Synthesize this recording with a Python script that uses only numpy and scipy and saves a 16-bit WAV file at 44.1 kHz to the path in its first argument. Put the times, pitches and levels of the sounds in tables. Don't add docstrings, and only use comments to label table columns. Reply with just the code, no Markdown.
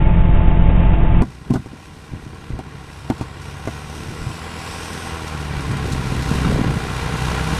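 import sys
import numpy as np
from scipy import signal
from scipy.fft import rfft, irfft, next_fast_len
from scipy.io import wavfile
from scipy.ndimage import uniform_filter1d, map_coordinates

SR = 44100
rng = np.random.default_rng(int(sys.argv[2]) if len(sys.argv) > 2 else 0)


def int16_out(signal):
    q = np.round(np.clip(np.atleast_2d(signal).T, -1, 1) * 32767)
    wavfile.write(sys.argv[1], SR, q.astype(np.int16))


def makeup_ratio(level_db):
    decades = np.asarray(level_db, float) / 20
    return 10 ** decades


N = 334703


def unit(x):
    return x / np.sqrt(np.mean(x ** 2) + 1e-20)


def along(points, hz):
    point_hz, point_db = np.transpose(points)
    return makeup_ratio(np.interp(np.log(hz + 1), np.log(point_hz + 1), point_db))


def curves(rows):
    time_s, *columns = np.transpose(rows)
    return [np.interp(np.arange(N) / SR, time_s, column) for column in columns]


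def wobble(rate_hz):
    coarse = np.arange(0, N + 32, 32)
    knots = rng.standard_normal(int(N * rate_hz / SR) + 4)
    return np.interp(np.arange(N), coarse, map_coordinates(knots, [coarse * rate_hz / SR]))


def filtered(x, response):
    size = next_fast_len(N + 8192)
    return irfft(rfft(x, size) * response(np.fft.rfftfreq(size, 1 / SR)), size)[:N]


def modes(rows, hz):
    powers = [makeup_ratio(db) ** 2 / (1 + (2 * (hz - centre) / width) ** 2) ** 2 for centre, width, db in rows]
    return np.sqrt(sum(powers))


def noise(response):
    return unit(filtered(rng.standard_normal(N), response))


def steady(x, span_s):
    power = np.abs(uniform_filter1d(x ** 2, round(span_s * SR)))
    return x / np.sqrt(power + 1e-9)


def add(x, start_s, burst):
    part = x[round(start_s * SR):][:len(burst)]
    part += burst[:len(part)]


# pitch_hz, level_db per Hz
PORT = [(12, -48), (20, -6), (64, 4.5), (97, 3), (129, 2.5), (330, -6), (687, -26), (780, -41), (900, -21),
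        (1170, -54), (1980, -120)]
# pitch_hz, level_db per Hz
WHIP = [(60, -60), (120, -13), (250, 13), (500, -16), (800, -20), (1300, -34), (3000, -120)]
# start_s, level_db, hold_s
GUSTS = [(1.222, -27, .005), (1.498, -31, 0.11), (1.75, -43, .25), (2.15, -41, .3), (3.9, -37, .35),
         (5.575, -27, .01), (5.708, -26, 0.057), (5.85, -27, .12), (6.0, -30, 0.11), (6.182, -24, .01),
         (6.335, -23, 0.03), (6.444, -22.5, 0.17), (6.667, -22, 0.043), (6.76, -24, .03), (7.22, -36, .2),
         (7.5, -34, .05)]
# start_s, peak_db, pitch_hz
THUMPS = [(1.246, -32, 201), (1.261, -29, 190), (1.274, -26, 150), (1.294, -24, 130), (2.125, -21, 40),
          (2.526, -17, 36), (4.21, -17, 40), (6.757, -7.5, 177), (2.115, -17.5, 61.9), (2.149, -17.5, 95),
          (2.218, -20.5, 61.5), (2.328, -18.5, 86.1), (2.533, -12, 76.5), (2.551, -19, 122),
          (2.662, -18.5, 142), (2.739, -25, 136), (4.19, -24, 61.9), (4.262, -8.5, 128), (4.287, -11, 90),
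          (5.122, -18, 81.5), (5.839, -7, 132), (6.321, -15, 125)]
RISE_DB_PER_S, FALL_DB_PER_S, CALM_DB = 205, 172, -45


def gust_level(start_s, db, hold_s):
    climb_s, fall_s = (db - CALM_DB) / RISE_DB_PER_S, (db - CALM_DB) / FALL_DB_PER_S
    end_s = start_s + hold_s
    corners_s = [start_s - climb_s, start_s, end_s, end_s + fall_s]
    return np.interp(np.arange(N) / SR, corners_s, [CALM_DB, db, db, CALM_DB])


def wind():
    port = lambda hz: along(PORT, hz)
    gust_db = np.max([gust_level(*gust) for gust in GUSTS], axis=0)
    breeze_db = .81 * (curves(GAIN)[0] + 35) - 38 + 1.84 * wobble(2.97)
    x = makeup_ratio(breeze_db) * unit(makeup_ratio(1.7 * wobble(18)) * noise(port))
    x += makeup_ratio(gust_db - 1) * steady(makeup_ratio(3 * wobble(90)) * noise(port), span_s=.066)
    lumps = makeup_ratio(2.4 * wobble(110)) * noise(lambda hz: along(WHIP, hz))
    x += makeup_ratio(1.95 * (gust_db + 19) - 27) * steady(lumps, span_s=.07)
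    t, air = np.arange(SR // 5) / SR, steady(noise(port), span_s=.028)
    for start_s, db, hz in THUMPS:
        push = -np.sin(2 * np.pi * hz * t) + makeup_ratio(-9) * air[round(start_s * SR):][:len(t)]
        t60_s = .066 + 1.8 / hz
        add(x, start_s, makeup_ratio(db - 60 * t / t60_s) * (1 - np.exp(-t / .006)) * push)
    return x


# start_s, peak_db, way (push 1
SNAPS = [(5.553, -18, -1), (5.5656, -18, -1), (5.5773, -16, 1), (5.6955, -14, -1), (5.7182, -13, 1),
         (5.7339, -16, -1), (5.8439, -15, -1), (5.8575, -15, -1), (5.9347, -11, -1), (5.9959, -13, -1),
         (6.0572, -15, -1), (6.1244, -11, 1), (6.1541, -12, 1), (6.3149, -6, 1), (6.3408, -12, 1),
         (6.3566, -10, 1), (6.4603, -8, 1), (6.4726, -7, 1), (6.4979, -9, 1), (6.5273, -8, -1),
         (6.5637, -8, 1), (6.5963, -7, 1), (6.6149, -6, -1), (6.6462, -10, 1), (6.6673, -11, 1),
         (6.6843, -10, 1), (6.6986, -11, 1), (6.7683, -12, -1), (6.8669, -15, -1), (6.8821, -16, -1),
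         (6.9144, -14, -1), (7.024, -17, 1), (7.0443, -15, -1), (7.141, -10, -1), (7.218, -15, -1),
         (7.2686, -13, -1), (7.3105, -14, 1), (7.3308, -13, -1), (7.4565, -12, -1), (7.4878, -12, -1),
         (7.515, -13, 1), (7.5292, -11, 1), (7.5611, -14, 1), (7.5874, -15, -1)]


def snaps():
    x, t = np.zeros(N), np.arange(SR // 20) / SR - .015
    for start_s, db, way in SNAPS:
        u = t * makeup_ratio(.4 * (db + 12))
        shape = np.exp(np.minimum(u / .0018, -u / .004))
        add(x, start_s + t[0], np.sign(way) * makeup_ratio(db + .5) * shape * np.cos(2 * np.pi * 140 * u))
    return x


# start_s, peak_db, first_pitch_hz
LICKS = [(5.856, -21, 500), (5.884, -22, 556), (5.894, -26, 450), (6.123, -22, 656), (6.352, -25, 450),
         (6.3115, -26, 580), (6.445, -31, 594), (6.504, -17, 597), (6.521, -17, 910), (6.559, -16, 800),
         (6.585, -19, 740), (6.608, -23.5, 1160), (6.644, -21, 666), (6.677, -25, 760), (6.718, -22, 550)]
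LICK_S, LICK_END_HZ = .0075, 294


def licks():
    x, u = np.zeros(N), np.arange(round(LICK_S * SR)) / (LICK_S * SR)
    for start_s, db, hz in LICKS:
        phase = 2 * np.pi * np.cumsum(hz * (LICK_END_HZ / hz) ** u) / SR
        add(x, start_s - LICK_S * .25, makeup_ratio(db) * np.sin(np.pi * u) * np.sin(phase))
    return x


# start_s, peak_db
SPATTER = [(1.5308, -34), (1.537, -22.5), (1.6488, -49), (2.3466, -38), (2.588, -32.5), (2.785, -42),
           (3.154, -44), (3.181, -30), (3.213, -27.5), (3.4176, -29.5), (4.0916, -34), (4.8487, -25.5),
           (4.9308, -21.5), (5.278, -23), (5.4072, -27), (5.6065, -25.5), (5.714, -24), (5.77, -24.5),
           (5.86, -27.5), (5.9226, -16.5), (6.222, -21), (7.1672, -22.5), (7.388, -27.5)]


def spatter():
    x, t = np.zeros(N), np.arange(SR // 10) / SR
    for start_s, db in SPATTER:
        decay = makeup_ratio(db - 12.5 - 60 * t / .12) + makeup_ratio(db - 2.5 - 60 * t / .0053)
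        add(x, start_s, decay * (1 - np.exp(-t / .00063)) * rng.standard_normal(len(t)))
    return filtered(x, lambda hz: along([(1500, -9), (4000, 5), (9000, -.5), (14000, -17)], hz))


def ring_down(t, hz, db, t60_s, rise_s, lag=0):
    swing = np.cos(2 * np.pi * hz * (t - 1.164 * rise_s) - lag)
    return makeup_ratio(db - 60 * t / t60_s) * (1 - np.exp(-t / rise_s)) * swing


# start_s, peak_db, low_modes_db, hardness (0-1)
KNOCKS = [(1.219, -7.5, -7, .5), (1.2347, -14, -3, 0), (1.5015, -16.5, 12, 0.1), (1.507, -4.5, 3, -.15),
          (1.537, -10, -19, 0.2), (1.544, -13.5, -14, 0.1), (1.555, -17.5, 13, 0.3), (1.5598, -15, 2, 0.4),
          (1.658, -27.5, 7, 0.9), (1.731, -22.5, -11, 0.1), (2.135, -25, 12, 0), (2.264, -35, 18, 0.2),
          (2.502, -24, 11, 0.4), (2.589, -22.5, -3, 0.8), (3.0988, -10, -1, 0.89), (3.209, -19, 8.5, 0.8),
          (3.6723, -14, -1, .9)]
# pitch_hz, level_db, share of t60
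CASE_LOW = [(125.4, -3, 1.16), (190, -17, 2.2)]
# pitch_hz, share of t60
CASE_MID = (236, 0.93)
# pitch_hz, level_db, share of t60
CASE_HIGH = [(320, 8.5, 1.3), (380, 0, 0.74), (498, -15, 0.81), (602, -9.5, 0.98), (722, 7, 0.62),
             (950, 0.5, 0.46), (1103, -5, 1.5), (1430, -6, 0.76), (1700, -17.5, 0.75), (2080, -11, 0.96),
             (2470, -17, 0.36)]
# pitch_hz, level_db per Hz
RATTLE = [(80, -28.5), (200, 1.5), (900, -14.5), (2500, -16), (4000, -25), (8000, -27.5), (12000, -34.5),
          (15000, -55)]


def knocks():
    x, loose, t = np.zeros(N), np.zeros(N), np.arange(SR // 5) / SR
    for start_s, db, low_db, hard in KNOCKS:
        upper_db, rattle_db = -24.5 + 9.5 * hard, -32.5 + 13 * hard
        t60_s = .075 + .001 * db
        rise_s = np.clip(.0005 * makeup_ratio(-upper_db - 11.5), .0004, .003)
        body = ring_down(t, CASE_MID[0], -.45, t60_s * CASE_MID[1], rise_s)
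        for hz, level_db, share in CASE_LOW:
            body += ring_down(t, hz, low_db + level_db, t60_s * share, rise_s, lag=1)
        upper = np.zeros(len(t))
        for hz, level_db, share in CASE_HIGH:
            detune, spread_db = 1 + .025 * rng.standard_normal(), rng.normal(0, 2)
            mode_db = upper_db + level_db + spread_db
            upper += ring_down(t, hz * detune, mode_db, t60_s * share * .7, rise_s, spread_db / 3)
        start_s = start_s - 1.5 * rise_s
        add(x, start_s, -makeup_ratio(db - 12) * np.hanning(round(.003 * SR)))
        add(x, start_s + .00319, makeup_ratio(db + 2.5) * (body + upper))
        add(x, start_s + .00303 + .0078, makeup_ratio(db + 3.5) * upper)
        shake = makeup_ratio(db + rattle_db + 29 - 60 * t / (.45 * t60_s))
        add(loose, start_s + .0027, shake * rng.standard_normal(len(t)))
    return x + filtered(loose, lambda hz: along(RATTLE, hz))


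# start_s, level_db, pitch_hz, t60_s
CLINKS = [(1.221, -21, 990, 0.066), (1.5555, -23.5, 824, .05), (1.556, -26, 1495, 0.057),
          (1.557, -28.5, 1200, 0.058), (1.558, -35, 1700, 0.036), (1.561, -29.5, 950, 0.061),
          (2.59, -27.5, 777, 0.064), (3.1005, -26.5, 2080, .018), (3.102, -24, 1446, 0.02),
          (3.105, -23, 764, 0.025), (3.119, -18.5, 920, 0.027), (3.216, -25.5, 946, 0.041),
          (3.675, -29, 2044, .04), (3.682, -19.5, 712, 0.041), (6.378, -21.5, 1300, 0.035),
          (6.447, -18, 1313, 0.054)]


def clinks():
    x, t = np.zeros(N), np.arange(SR // 8) / SR
    for start_s, db, hz, t60_s in CLINKS:
        drift = np.cumsum(rng.standard_normal(len(t))) * .07
        envelope = makeup_ratio(db - 60 * t / t60_s) * (1 - np.exp(-t / .0011))
        add(x, start_s, envelope * np.sin(2 * np.pi * hz * t + drift))
    return x


# start_s, length_s, pitch_hz, level_db
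CHIRPS = [
    (0.00194, 0.074, 2200, -38.5),
    (.55, 0.12, 3000, -47.5),
    (.8, .12, 2710, -49),
    (1.1, .1, 3000, -50),
    (.2, .1, 2360, -58),
    (0.077, 0.079, 2500, -44),
]


def chirps():
    x = np.zeros(N)
    for start_s, length_s, hz, db in CHIRPS:
        t = np.arange(round(length_s * SR)) / SR
        add(x, start_s, makeup_ratio(db) * np.sqrt(np.sin(np.pi * t / length_s)) * np.sin(2 * np.pi * hz * t))
    return x


def wavering(rows, swing_db):
    x = np.zeros(N)
    for hz, wander_hz, db in rows:
        phase = 2 * np.pi * np.cumsum(hz + wander_hz / 2 * wobble(30)) / SR
        x += makeup_ratio(db + 3 + swing_db * wobble(23)) * np.sin(phase)
    return x


# order, level_db, lag in radians
DRUM = [(2, -16, 2.3), (3, -21, 6), (4, -40, 4.8), (5, -36, .9), (6, -15, 3.3), (7, -37, 5.7),
        (8, -27, 2.2), (10, -38, 3.8), (12, -22.5, 4), (15, -33, .5), (18, -27, 4), (20, -35, 5.7),
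        (24, -34, 4.5)]
# pitch_hz, wander_hz, level_db
ROTOR = [(77.9, .5, -23), (118.5, .7, -29), (163.6, .8, -28), (179.9, 1, -32)]
# pitch_hz, wander_hz, level_db
WHINE = [(328.4, 2.5, -35), (401, 6, -43), (538.5, 14, -43), (694, 16, -44), (872.5, 2, -34.5),
         (1055, 10, -51), (1206, 10, -51), (1384, 10, -52), (1330, 8, -55), (1615, 8, -52), (1701, 8, -56),
         (1787, 8, -57), (1981, 10, -55), (2213, 10, -54), (2444, 14, -59), (2713, 5, -54), (3112, 8, -61)]
# pitch_hz, level_db per Hz
RUMBLE = [(8.8, -24.5), (15, 2), (27, -8.5), (49, -3), (135, -5.5), (173, -1), (210, -17.5), (298, -23.5),
          (330, -27), (430, -40), (730, -120)]
# pitch_hz, level_db per Hz
ROAR = [(120, -41), (200, 0), (280, -6), (450, -13), (690, -8.5), (770, -15.5), (900, -14), (1150, -18),
        (1500, -22.5), (2050, -22), (2700, -24.5), (3590, -33.5), (3880, -31), (4300, -63.5)]
# start_s, level_db
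SURGES = [
    (.4855, .18),
    (.690, .03),
]
DRUM_HZ = 7.277


def harvester():
    turn = 2 * np.pi * DRUM_HZ * np.arange(N) / SR + .006 * wobble(8)
    beat = sum(makeup_ratio(3 + db + .52 * wobble(4.7)) * np.sin(order * turn - lag) for order, db, lag in DRUM)
    pumping = 1 + .42 * np.cos(6 * turn)
    rumble = makeup_ratio(-18.5) * pumping * steady(noise(lambda hz: along(RUMBLE, hz)), span_s=.067)
    roar = makeup_ratio(-26.5 + .67 * wobble(40) + 1.1 * wobble(300)) * noise(lambda hz: along(ROAR, hz))
    low = beat + rumble + wavering(ROTOR, swing_db=1.2)
    low = low / (1 + np.abs(low / .95) ** 4) ** (1 / 4)
    swing = np.hanning(round(.008 * SR))
    for start_s, db in SURGES:
        under = low[round((start_s - .004) * SR):][:len(swing)]
        add(low, start_s - .004, -swing * (makeup_ratio(db) + under))
    x = low + roar + wavering(WHINE, swing_db=2.1) + chirps()
    floor = makeup_ratio(-88) * rng.standard_normal(N)
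    return filtered(x, lambda hz: 1 / (1 + (hz / 3800) ** 40)) + floor


# time_s, clatter_db
GAIN = [(1.63, -45.5), (2.54, -42.5), (3.37, -40), (3.72, -37), (4.5, -34), (4.88, -32), (5.6, -31),
        (6.06, -29.5), (6.44, -26.5), (6.76, -29.5), (7.44, -26), (7.59, -26)]
# time_s, firing_hz
SPEED = [(1.22, 59), (1.6, 67), (1.9, 75), (2.05, 77), (2.2, 75.8), (2.8, 67.4), (3.1, 67.8), (3.5, 70.1),
         (4.3, 79), (4.9, 83.9), (5.02, 84), (5.2, 79.8), (5.6, 70.2), (5.8, 67.1), (6.1, 64.2),
         (6.7, 61.7), (7, 62.1), (7.59, 64.6)]
# firing order, level_db over the base of its kind (below 2, half or whole order)
UPPER = [(.5, -16), (1.5, -11), (2.5, -10), (3, -9), (4, -10), (4.5, -17), (5, -20), (5.5, -21), (6, -19),
         (6.5, -19)]
# pitch_hz, width_hz, level_db
PANELS = [(325, 38, -6), (448, 100, 3), (633, 54, -3), (773, 54, 4), (907, 15, 1.5), (972, 30, -1),
          (1066, 170, 1), (1360, 40, -3.5), (1387, 264, -1.5), (1638, 41, -2.5), (1893, 57, -2),
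          (2008, 73, -2.5), (2300, 77, -6), (2403, 140, -5.5), (2806, 90, -5.5), (3085, 150, -11),
          (3330, 76, -8.5), (3695, 54, -7), (4074, 85, -10.5)]
# pitch_hz, level_db per Hz
BLOCK = [(32, -31), (55, -12.5), (144, -6.5), (200, -17), (447, -12.5), (519, -15), (1080, -8), (1260, -21),
         (1440, -10.5), (1770, -14.5), (2000, -16), (2150, -16), (2400, -19), (5000, -26), (6500, -62),
         (11000, -120)]
# pitch_hz, level_db per Hz
HISS = [(1470, -33.5), (2170, -18.5), (2500, 2.5), (3490, -12.5), (3790, -5), (8660, -13), (10000, -13),
        (14300, -25.5), (14900, -40), (15300, -73)]
# pitch_hz, width_hz, level_db over the hiss
RINGS = [(3675, 50, 5), (5600, 60, 4), (6480, 15, 10), (7690, 45, 4), (7914, 22, 3), (8365, 27, 1),
         (9345, 22, 2), (10330, 40, 1)]
# pitch_hz, level_db per Hz
BELT = [(1800, -5.5), (3500, -0.5), (5700, 0), (6900, -4), (8600, -2), (11000, -10.5), (14500, -21)]
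# time_s, comb_spacing_hz, strength (0-1)
BOUNCE = [(1.3, 2850, .2), (2.6, 2950, .3), (3.0, 2720, .35), (3.25, 2500, .35), (3.45, 2830, .6),
          (3.72, 3030, .6), (4.05, 2850, .55), (4.25, 2650, .45), (4.55, 2480, .55), (4.7, 2620, .55),
          (4.8, 2840, .6), (5.12, 2850, .55), (5.3, 2900, .15), (6.8, 3100, .1), (7.05, 3200, .3),
          (7.59, 3200, .3)]
# time_s, pitch_hz, level_db
PUMP = [
    (2.4, 89.8, -68),
    (2.7, 90.2, -59),
    (3.4, 92.3, -47),
    (3.8, 98.6, -48),
    (4.1, 91.4, -64),
]


def firing_orders(speed_hz, revs, throttle):
    first_db = -1.5 - .4 * np.maximum(revs - 2, 0)
    second_db = np.clip(-1 - .75 * revs, -9, -1)
    half_db = -2 - .7 * revs
    turn = 2 * np.pi * np.cumsum(speed_hz * (1 + .002 * wobble(20))) / SR
    firing_db = 1.6 * wobble(45) + 2.5 * np.clip(-throttle, 0, 1)

    def tone(order, db):
        level = makeup_ratio(db + 3 + firing_db + .8 * wobble(9))
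        return level * np.cos(order * turn + 2.1 + .12 * wobble(15))

    orders = tone(1, first_db) + tone(2, second_db)
    for order, db in UPPER:
        base_db = first_db if order < 2 else half_db if order % 1 else -5
        orders += tone(order, base_db + db)
    return orders, turn


def marsh_engine():
    clatter_db, speed_hz = curves(GAIN)[0], curves(SPEED)[0]
    revs = speed_hz - 70
    throttle = np.tanh(uniform_filter1d(np.gradient(speed_hz) * SR, size=SR // 8) / 10)
    orders, turn = firing_orders(speed_hz, revs, throttle)
    uneven = 1 + .2 * np.cos(turn) + .1 * np.cos(turn / 2)
    panels = makeup_ratio(-3.5) * noise(lambda hz: modes(PANELS, hz)) + makeup_ratio(-4) * noise(lambda hz: along(BLOCK, hz))
    clatter = makeup_ratio(clatter_db) * (orders + makeup_ratio(.6 * wobble(9) + .25 * wobble(60)) * uneven * panels)

    air_db = clatter_db + .08 * revs + 1.5 * throttle
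    hiss_db = air_db - 12 + 1.8 * wobble(12) + 1.7 * wobble(250)
    hiss = makeup_ratio(hiss_db) * uneven * noise(lambda hz: along(HISS, hz) * (1 + modes(RINGS, hz)))
    slip_db = 5 * np.clip((speed_hz - 81) / 1.6, 0, 1)
    belt = makeup_ratio(air_db - 13 + slip_db + .89 * wobble(9.8)) * noise(lambda hz: along(BELT, hz))

    spacing_hz, strength = curves(BOUNCE)
    echo = map_coordinates(belt + .45 * hiss, [np.arange(N) - SR / spacing_hz])
    combed = (hiss + belt + .75 * strength * echo) / np.sqrt(1 + strength ** 2)
    pump_hz, pump_db = curves(PUMP)
    pump = makeup_ratio(pump_db + 10) * np.sin(2 * np.pi * np.cumsum(pump_hz) / SR)
    return clatter + combed + pump


def scene():
    t = np.arange(N) / SR
    marsh = np.clip((t - 1.2172) / .0053, 0, 1)
    field = (1 - marsh) * np.clip(t / .006, 0, 1)
    flaps = snaps()
    port_open = 1 / (1 + 3 * np.abs(uniform_filter1d(np.abs(flaps), size=SR // 150)))
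    outdoors = marsh_engine() + port_open * wind() + flaps + licks() + spatter()
    return (field * harvester() + marsh * outdoors + knocks() + clinks())[None]


def roll_off(x):
    return signal.sosfilt(signal.butter(12, 15440, fs=SR, output="sos"), x)


def record(dry):
    mix = filtered(np.clip(dry[0], -1, 1), lambda hz: hz < 14650)[None]
    return roll_off(mix)


dry = scene()
out = record(dry)
int16_out(out)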